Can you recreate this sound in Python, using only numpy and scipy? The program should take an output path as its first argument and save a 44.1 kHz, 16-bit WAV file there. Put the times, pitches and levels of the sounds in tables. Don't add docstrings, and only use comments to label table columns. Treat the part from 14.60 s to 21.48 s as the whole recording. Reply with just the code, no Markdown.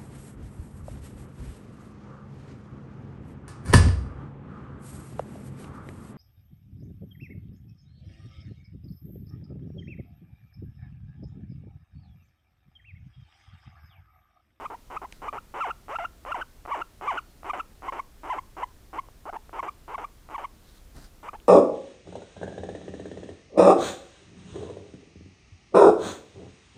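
import sys
import numpy as np
from scipy import signal
from scipy.fft import rfft, irfft, next_fast_len
from scipy.io import wavfile
from scipy.ndimage import uniform_filter1d

SR = 44100
rng = np.random.default_rng(int(sys.argv[2]) if len(sys.argv) > 2 else 0)


def int16_out(signal):
    q = np.round(np.clip(np.atleast_2d(signal).T, -1, 1) * 32767)
    wavfile.write(sys.argv[1], SR, q.astype(np.int16))


N = 303408
TIME = np.arange(N) / SR

# (start [s], rise to crest [s], tail [s], rattle [Hz], crest [Hz], crest level [dB])
SYLLABLES = [(0, 0.06, 0.0091, 336, 1260, -30), (.101, 0.048, 0.0075, 383, 1010, -37.5),
             (.302, .07, 0.0079, 340, 1279, -28.5), (.417, 0.036, 0.0083, 356, 1010, -36),
             (.619, .07, .008, 437.4, 1260, -27.5), (.728, .058, 0.0047, 362.5, 1393, -33),
             (0.94, 0.072, .016, 454.4, 1402, -26), (1.035, .075, 0.0086, 397, 1438, -28),
             (1.29, 0.072, .008, 560, 1385, -26.5), (1.386, 0.069, 0.0064, 664, 1424, -27),
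             (1.661, 0.062, .011, 571, 1383, -26), (1.744, 0.074, 0.014, 307, 1520, -29.5),
             (2.076, 0.045, 0.011, 529, 1182, -25.5), (2.139, 0.083, 0.0039, 328.4, 1440, -26.5),
             (2.419, 0.064, 0.015, 480, 1235, -23.5), (2.502, .078, 0.017, 300, 1490, -27),
             (2.845, .058, 0.013, 416, 1270, -25.5), (2.934, .069, 0.011, 335, 1373, -28),
             (3.23, .06, 0.012, 394.4, 1075, -27), (3.323, 0.077, 0.0062, 359, 1134, -27),
             (3.634, 0.072, 0.017, 409, 1059, -26.5), (3.724, .066, 0.0063, 325, 1074, -27.5),
             (3.968, .068, 0.0096, 421.4, 1045, -25), (4.331, .062, 0.0068, 371.3, 1108, -25.5),
             (4.655, 0.042, 0.0072, 443, 730, -33), (4.728, .041, 0.0034, 271, 915, -31),
             (4.93, 0.068, 0.01, 426, 1122, -26.5), (5.028, 0.062, 0.0069, 321, 1246, -28.5),
             (5.28, 0.07, 0.011, 451, 1136, -29), (5.38, 0.069, 0.0052, 343, 1240, -30),
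             (5.699, 0.052, 0.019, 354, 1172, -30.5), (5.78, 0.069, .011, 315, 1166, -30),
             (6.63, 0.063, 0.0034, 464, 1220, -31), (6.732, 0.024, 0.0065, 438, 920, -39)]
# (time [s], base rattle level [dB])
EFFORT_DB = [(0, -39), (.42, -39.5), (1.05, -33.5), (1.75, -37), (2.5, -35.5), (3.25, -39), (3.85, -37.5),
             (5.05, -37.5), (5.75, -41.5), (6.7, -42)]
# (rattle pitch [Hz], roughness [0-1])
FOLD_ROUGHNESS = [(330, .8), (450, .42), (600, 0.37)]
# (time [s], treble gain of the usual squeak [dB])
MOUTH_DB = [(0, 0.6), (2.1, -0.5), (2.9, 2), (3.4, 3), (4.5, -0.2), (5.4, 1), (6.7, 4.5)]
# (frequency [Hz], gain [dB])
THROAT_SPECTRUM = [(130, -18), (300, 2), (500, -2.5), (750, 4), (950, 6.5), (1330, 0), (1750, -11),
                   (2150, -9.5), (2500, -15.5), (2950, -16.5), (3400, -35), (4200, -44.5), (6500, -49),
                   (14000, -67)]
# (frequency [Hz], gain [dB])
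AIR_SPECTRUM = [(300, 13), (1000, -8), (1800, 8), (3000, 20), (4200, -4.5), (5600, 5), (8000, 2.5),
                (10000, -4), (15000, -32)]
# (frequency [Hz], gain [dB])
ROOM_SPECTRUM = [(11, -19), (18, 1), (51, -0.5), (160, -13), (218, -13.5), (344, -17), (541, -21.5),
                 (698, -23), (927, -26), (1200, -26.5), (2360, -30.5), (4290, -32), (5380, -32.5),
                 (14500, -36.5), (15800, -50)]
# (frequency [Hz], level [dB])
HUM_TONES = [(29.8, -60.5), (60, -64.5)]
# (middle [s], half length [s], swish [dB], thud [dB], scrape [dB], scrape [Hz])
FUR_STROKES = [(0.544, 0.049, -64, -62, -68, 4140), (6.111, 0.099, -68.5, -79, -65.5, 3830),
               (6.17, 0.021, -67, -75, -70, 3900), (6.375, 0.027, -54.5, -42, -64, 4400),
               (6.442, 0.036, -58.5, -48.5, -60, 4600)]
# (frequency [Hz], gain [dB])
SWISH_SPECTRUM = [(150, -11), (500, -7), (1500, 10), (2600, -5.5), (4500, -1.5), (6500, -3.5), (9000, -0.5),
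                  (15000, -16)]
# (frequency [Hz], gain [dB])
THUD_SPECTRUM = [(15, -25), (33, 5), (70, -5.5), (140, -10), (300, -17.5), (900, -26), (4000, -89)]
# (time [s], peak [dB], ring [Hz], ring width [Hz])
DRY_CLICKS = [(0.524, -35, 6850, 5000), (0.525, -30.5, 2270, 1300), (4.486, -38.5, 656, 1190),
              (4.894, -34.5, 880, 790), (6.801, -42.5, 2650, 800)]
# (time [s], relative level [dB])
THROAT_CATCHES = [(1.283, -31), (1.651, -28), (2.053, -32), (2.06, -29), (2.412, -28.5), (2.832, -32.5),
                  (3.222, -34), (5.689, -34.5)]
# (delay [s], gain [dB])
REFLECTIONS = [(.0068, -31), (0.0165, -53), (0.0207, -30.5)]

USUAL_CREST_DB, USUAL_CREST_HZ = -28, 1200
RUN_ON_S, RUN_ON_FADE_DB = .008, -3.5


def from_db(db):
    return 10 ** (np.asarray(db) / 20)


def unit_rms(x):
    return x / np.sqrt(np.mean(x ** 2) + 1e-20)


def hold_rms(x, span_s=.0086):
    window = signal.windows.hann(int(2 * span_s * SR))
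    power = np.abs(signal.fftconvolve(x ** 2, window / window.sum(), "same"))
    return x / np.sqrt(power + 1e-4 * power.max())


def drift(rate_hz):
    knots = rng.standard_normal(N // 8)
    return np.interp(TIME * rate_hz, np.arange(len(knots)), knots)


def colour(x, spectrum):
    size = next_fast_len(N + 8192, True)
    size += size % 2
    hz, db = np.transpose(spectrum)
    bin_hz = np.arange(size // 2 + 1) * SR / size
    gain = from_db(np.interp(np.log(bin_hz + 1), np.log(hz), db))
    cepstrum = irfft(np.log(gain))
    cepstrum[1:size // 2] *= 2
    cepstrum[size // 2 + 1:] = 0
    return irfft(rfft(x, size) * np.exp(rfft(cepstrum)))[:N]


def resonance(x, hz, width_hz):
    radius = np.exp(-np.pi * width_hz / SR)
    feedback = [1, -2 * radius * np.cos(2 * np.pi * hz / SR), radius ** 2]
    return signal.lfilter([1, 0, -1], feedback, x + 1e-18)


def impulses(times_s, sizes):
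    out = np.zeros(N)
    at = np.clip(np.asarray(times_s) * SR, 0, N - 2)
    whole = at.astype(int)
    np.add.at(out, whole, sizes * (1 - at % 1))
    np.add.at(out, whole + 1, sizes * (at % 1))
    return out


def pause_after_s(k):
    return SYLLABLES[k + 1][0] - sum(SYLLABLES[k][:3]) if 0 <= k < len(SYLLABLES) - 1 else 1


def onset(k, ebb_share_per_s=15, ebb_db_per_s=260):
    start_s, _, _, rattle_hz, _, crest_db = SYLLABLES[k]
    rattle_db = np.interp(start_s, *np.transpose(EFFORT_DB)) + .048 * (crest_db - USUAL_CREST_DB)
    pause_s = pause_after_s(k - 1)
    pitch_share = .9 - ebb_share_per_s * pause_s
    if pitch_share <= 0:
        return .72 * rattle_hz, rattle_db - 3.5, rattle_db
    rattle_db += .5
    last_hz, last_db = SYLLABLES[k - 1][4:]
    carried_db = last_db - ebb_db_per_s * pause_s
    return max(pitch_share * last_hz, rattle_hz), max(carried_db, rattle_db), rattle_db


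def settling(k, latest_s, settle_s=.023, slide_s_per_hz=.000032):
    start_s, _, _, rattle_hz, _, _ = SYLLABLES[k]
    hz, db, rattle_db = onset(k)
    if hz <= rattle_hz:
        return [(start_s, hz, db), (min(start_s + settle_s, latest_s), rattle_hz, rattle_db)]
    span_s = min(slide_s_per_hz * hz, latest_s - start_s)
    ledge_hz = max(.72 * hz, rattle_hz)
    dip_db = RUN_ON_FADE_DB * (pause_after_s(k - 1) < RUN_ON_S)
    return [(start_s, hz, db + dip_db),
            (start_s + .2 * span_s, max(.93 * hz, rattle_hz), db),
            (start_s + .45 * span_s, ledge_hz, (db + rattle_db) / 2),
            (start_s + .85 * span_s, max(.84 * ledge_hz, rattle_hz), min(db, rattle_db + 2.5)),
            (start_s + span_s, rattle_hz, rattle_db)]


def syllable(k, runs_on, hook_oct_per_s=33.5, fade_db=-23.5, attack_s=.00044, release_s=.014):
    start_s, rise_s, tail_s, rattle_hz, crest_hz, crest_db = SYLLABLES[k]
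    crest_s = start_s + rise_s
    leap_s = max(crest_s - .016, start_s + .6 * rise_s)
    flip_s = max(crest_s - .0085, leap_s + .0013)
    head = settling(k, leap_s - .001)
    rattle_db = head[-1][2]
    end_hz, end_db = crest_hz * 2 ** (-hook_oct_per_s * tail_s), crest_db + fade_db
    if runs_on:
        end_hz, next_db, _ = onset(k + 1)
        end_db = next_db + RUN_ON_FADE_DB
        tail_s += pause_after_s(k)
    knots_s, knots_hz, knots_db = np.transpose(head + [
        (leap_s, max(1.16 * rattle_hz, 457.7), rattle_db),
        (flip_s, .82 * crest_hz, max(crest_db - 7, rattle_db)),
        (crest_s - .002, crest_hz, crest_db),
        (crest_s + .42 * tail_s, crest_hz + .279 * (end_hz - crest_hz), crest_db - .6),
        (crest_s + tail_s, end_hz, end_db)])
    knots_s = np.maximum.accumulate(knots_s)
    gain_knots_s = [start_s - attack_s, *knots_s, knots_s[-1] + release_s]
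    return knots_s, knots_hz, np.interp(TIME, gain_knots_s, [0, *from_db(knots_db), 0])


def fold_pulses(knots_s, knots_hz, roughness, first_s, last_s, joined):
    jitter, shimmer_db, doubling = .33, 3.6, .09
    clean_hz, rough_hz = 820, 420
    start_s, leap_s, flip_s, crest_s = knots_s[0], *knots_s[-5:-2]
    chance = np.clip(rng.standard_normal((400, 2)), -2, 2)
    tension = uniform_filter1d(1 + .024 * np.repeat(rng.standard_normal(50), 8), size=8)
    times_s, sizes, now_s = [], [], first_s
    for k, (late, strong) in enumerate(chance):
        if now_s > last_s:
            break
        pitch_hz = np.interp(now_s, knots_s, knots_hz) * tension[k]
        slack = np.clip((clean_hz - pitch_hz) / (clean_hz - rough_hz), 0, 1)
        breaking = np.interp(now_s, [leap_s - .004, leap_s, flip_s, crest_s], [0, 1, 1, 0])
        if not joined:
            breaking += np.interp(now_s, [start_s, start_s + .014], [1, 0]) * (pitch_hz < 900)
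        rough = max(.06, roughness * slack, .25 * breaking)
        times_s.append(now_s)
        sizes.append(from_db(shimmer_db * rough * strong) / pitch_hz)
        now_s += np.exp(jitter * rough * late + doubling * breaking * (-1) ** k) / pitch_hz
    return times_s, sizes, now_s


def mouth_treble_db(k, end_s, runs_on, rest_s=.06, opening_s=.017, closing_s=.0041):
    start_s, _, _, _, crest_hz, crest_db = SYLLABLES[k]
    open_db = np.interp(start_s, *np.transpose(MOUTH_DB))
    open_db += .35 * (crest_db - USUAL_CREST_DB) + 7 * np.log2(crest_hz / USUAL_CREST_HZ)
    from_rest = pause_after_s(k - 1) >= rest_s
    muffling_db = from_rest * np.interp(TIME, [start_s, start_s + opening_s], [-1.5, 0])
    mellowing_db = 0 if runs_on else np.interp(TIME, [end_s - closing_s, end_s], [0, -12])
    return open_db + mellowing_db + muffling_db


def chutting(air_db=-23, treble_above_hz=1650):
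    times_s, sizes, envelope, treble_db = [], [], np.zeros(N), np.zeros(N)
    next_s, joined = 0, False
    for k, (_, _, _, rattle_hz, _, _) in enumerate(SYLLABLES):
        runs_on = pause_after_s(k) < RUN_ON_S
        knots_s, knots_hz, gain = syllable(k, runs_on)
        roughness = np.interp(rattle_hz, *np.transpose(FOLD_ROUGHNESS))
        first_s = next_s if joined else knots_s[0]
        last_s = knots_s[-1] + (0 if runs_on else .004)
        new_s, new_sizes, next_s = fold_pulses(knots_s, knots_hz, roughness, first_s, last_s, joined)
        times_s += new_s
        sizes += new_sizes
        envelope = np.maximum(envelope, gain)
        treble_db = np.where(TIME >= knots_s[0], mouth_treble_db(k, knots_s[-1], runs_on), treble_db)
        joined = runs_on
    envelope = np.abs(uniform_filter1d(envelope, size=88))
    brightness = from_db(uniform_filter1d(treble_db, size=128))
    pulses = impulses(times_s, np.array(sizes))
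    throat = colour(pulses, THROAT_SPECTRUM)
    throat = signal.sosfilt(signal.butter(2, 210, "high", fs=SR, output="sos"), throat)
    body = signal.sosfiltfilt(signal.butter(4, treble_above_hz, fs=SR, output="sos"), throat)
    voice = body + brightness * (throat - body)
    puffs = signal.lfilter([1], [1, -.96], pulses + 1e-18)
    air = colour(puffs * rng.standard_normal(N), AIR_SPECTRUM)
    flow = np.sqrt(envelope * from_db(np.mean([db for _, db in EFFORT_DB])))
    return envelope * hold_rms(voice) + from_db(air_db) * brightness * flow * hold_rms(air)


def background(noise_db=-53, waver_rad=.5, whine_hz=14994, whine_db=-78):
    noise = from_db(noise_db) * unit_rms(colour(rng.standard_normal(N), ROOM_SPECTRUM))
    hum = sum(from_db(db) * unit_rms(np.sin(2 * np.pi * hz * TIME + waver_rad * drift(7.6)))
              for hz, db in HUM_TONES)
    whine = from_db(whine_db) * unit_rms(np.sin(2 * np.pi * whine_hz * TIME))
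    return noise + hum + whine


def rustles(grain_db=3, scrape_width_hz=1100):
    slips = rng.standard_normal(N) * from_db(grain_db * drift(400))
    swish = unit_rms(colour(slips, SWISH_SPECTRUM))
    thud = unit_rms(colour(rng.standard_normal(N), THUD_SPECTRUM))
    out = np.zeros(N)
    for middle_s, half_s, swish_db, thud_db, scrape_db, scrape_hz in FUR_STROKES:
        scrape = unit_rms(resonance(slips[::-1], scrape_hz, scrape_width_hz))
        stroke = np.exp(-((TIME - middle_s) / half_s) ** 2)
        layers = from_db(swish_db) * swish + from_db(thud_db) * thud + from_db(scrape_db) * scrape
        out += stroke * layers
    return out


def clicks(decay_s=.00058):
    out = np.zeros(N)
    for start_s, peak_db, ring_hz, width_hz in DRY_CLICKS:
        crunch = rng.standard_normal(N) * (TIME >= start_s) * np.exp(-np.abs(TIME - start_s) / decay_s)
        softening = signal.butter(4, min(1.47 * ring_hz, .4 * SR), fs=SR, output="sos")
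        click = signal.sosfilt(softening, resonance(crunch, ring_hz, width_hz))
        out += from_db(peak_db) * click / np.abs(click).max()
    return out


def throat_catches(gain_db=1, rebound_s=.00157, rebound_share=.58):
    times_s, db = np.transpose(THROAT_CATCHES)
    pulse_peak = np.abs(colour(impulses([0], 1), THROAT_SPECTRUM)).max()
    flaps = impulses(times_s, from_db(db)) + impulses(times_s + rebound_s, rebound_share * from_db(db))
    return from_db(gain_db) * colour(flaps, THROAT_SPECTRUM) / pulse_peak


def whistle(start_s=2.53, length_s=.29, start_hz=4680, sag_hz_per_s=2100, peak_db=-73):
    age_s = np.clip(TIME - start_s, 0, length_s)
    pitch_hz = (start_hz - sag_hz_per_s * age_s) * (1 + .0124 * drift(200))
    swell = np.sqrt(np.abs(np.sin(np.pi * age_s / length_s)))
    return from_db(peak_db) * swell * np.sin(2 * np.pi * np.cumsum(pitch_hz) / SR)


def room(x, tail_db=-25, t60_s=.32):
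    age_s = TIME[:SR // 2]
    tail = rng.standard_normal(len(age_s)) * from_db(-60 * age_s / t60_s) * (age_s > .008)
    response = from_db(tail_db) * tail / np.linalg.norm(tail)
    for delay_s, db in REFLECTIONS:
        response[int(delay_s * SR)] += from_db(db)
    return x + signal.fftconvolve(x, response)[:N]


def scene():
    return (room(chutting() + throat_catches() + clicks()) + rustles() + whistle() + background())[None]


def record(dry, cutoff_hz=15900):
    return signal.sosfilt(signal.ellip(10, .1, 70, cutoff_hz, fs=SR, output="sos"), dry)


dry = scene()
out = record(dry)
int16_out(out)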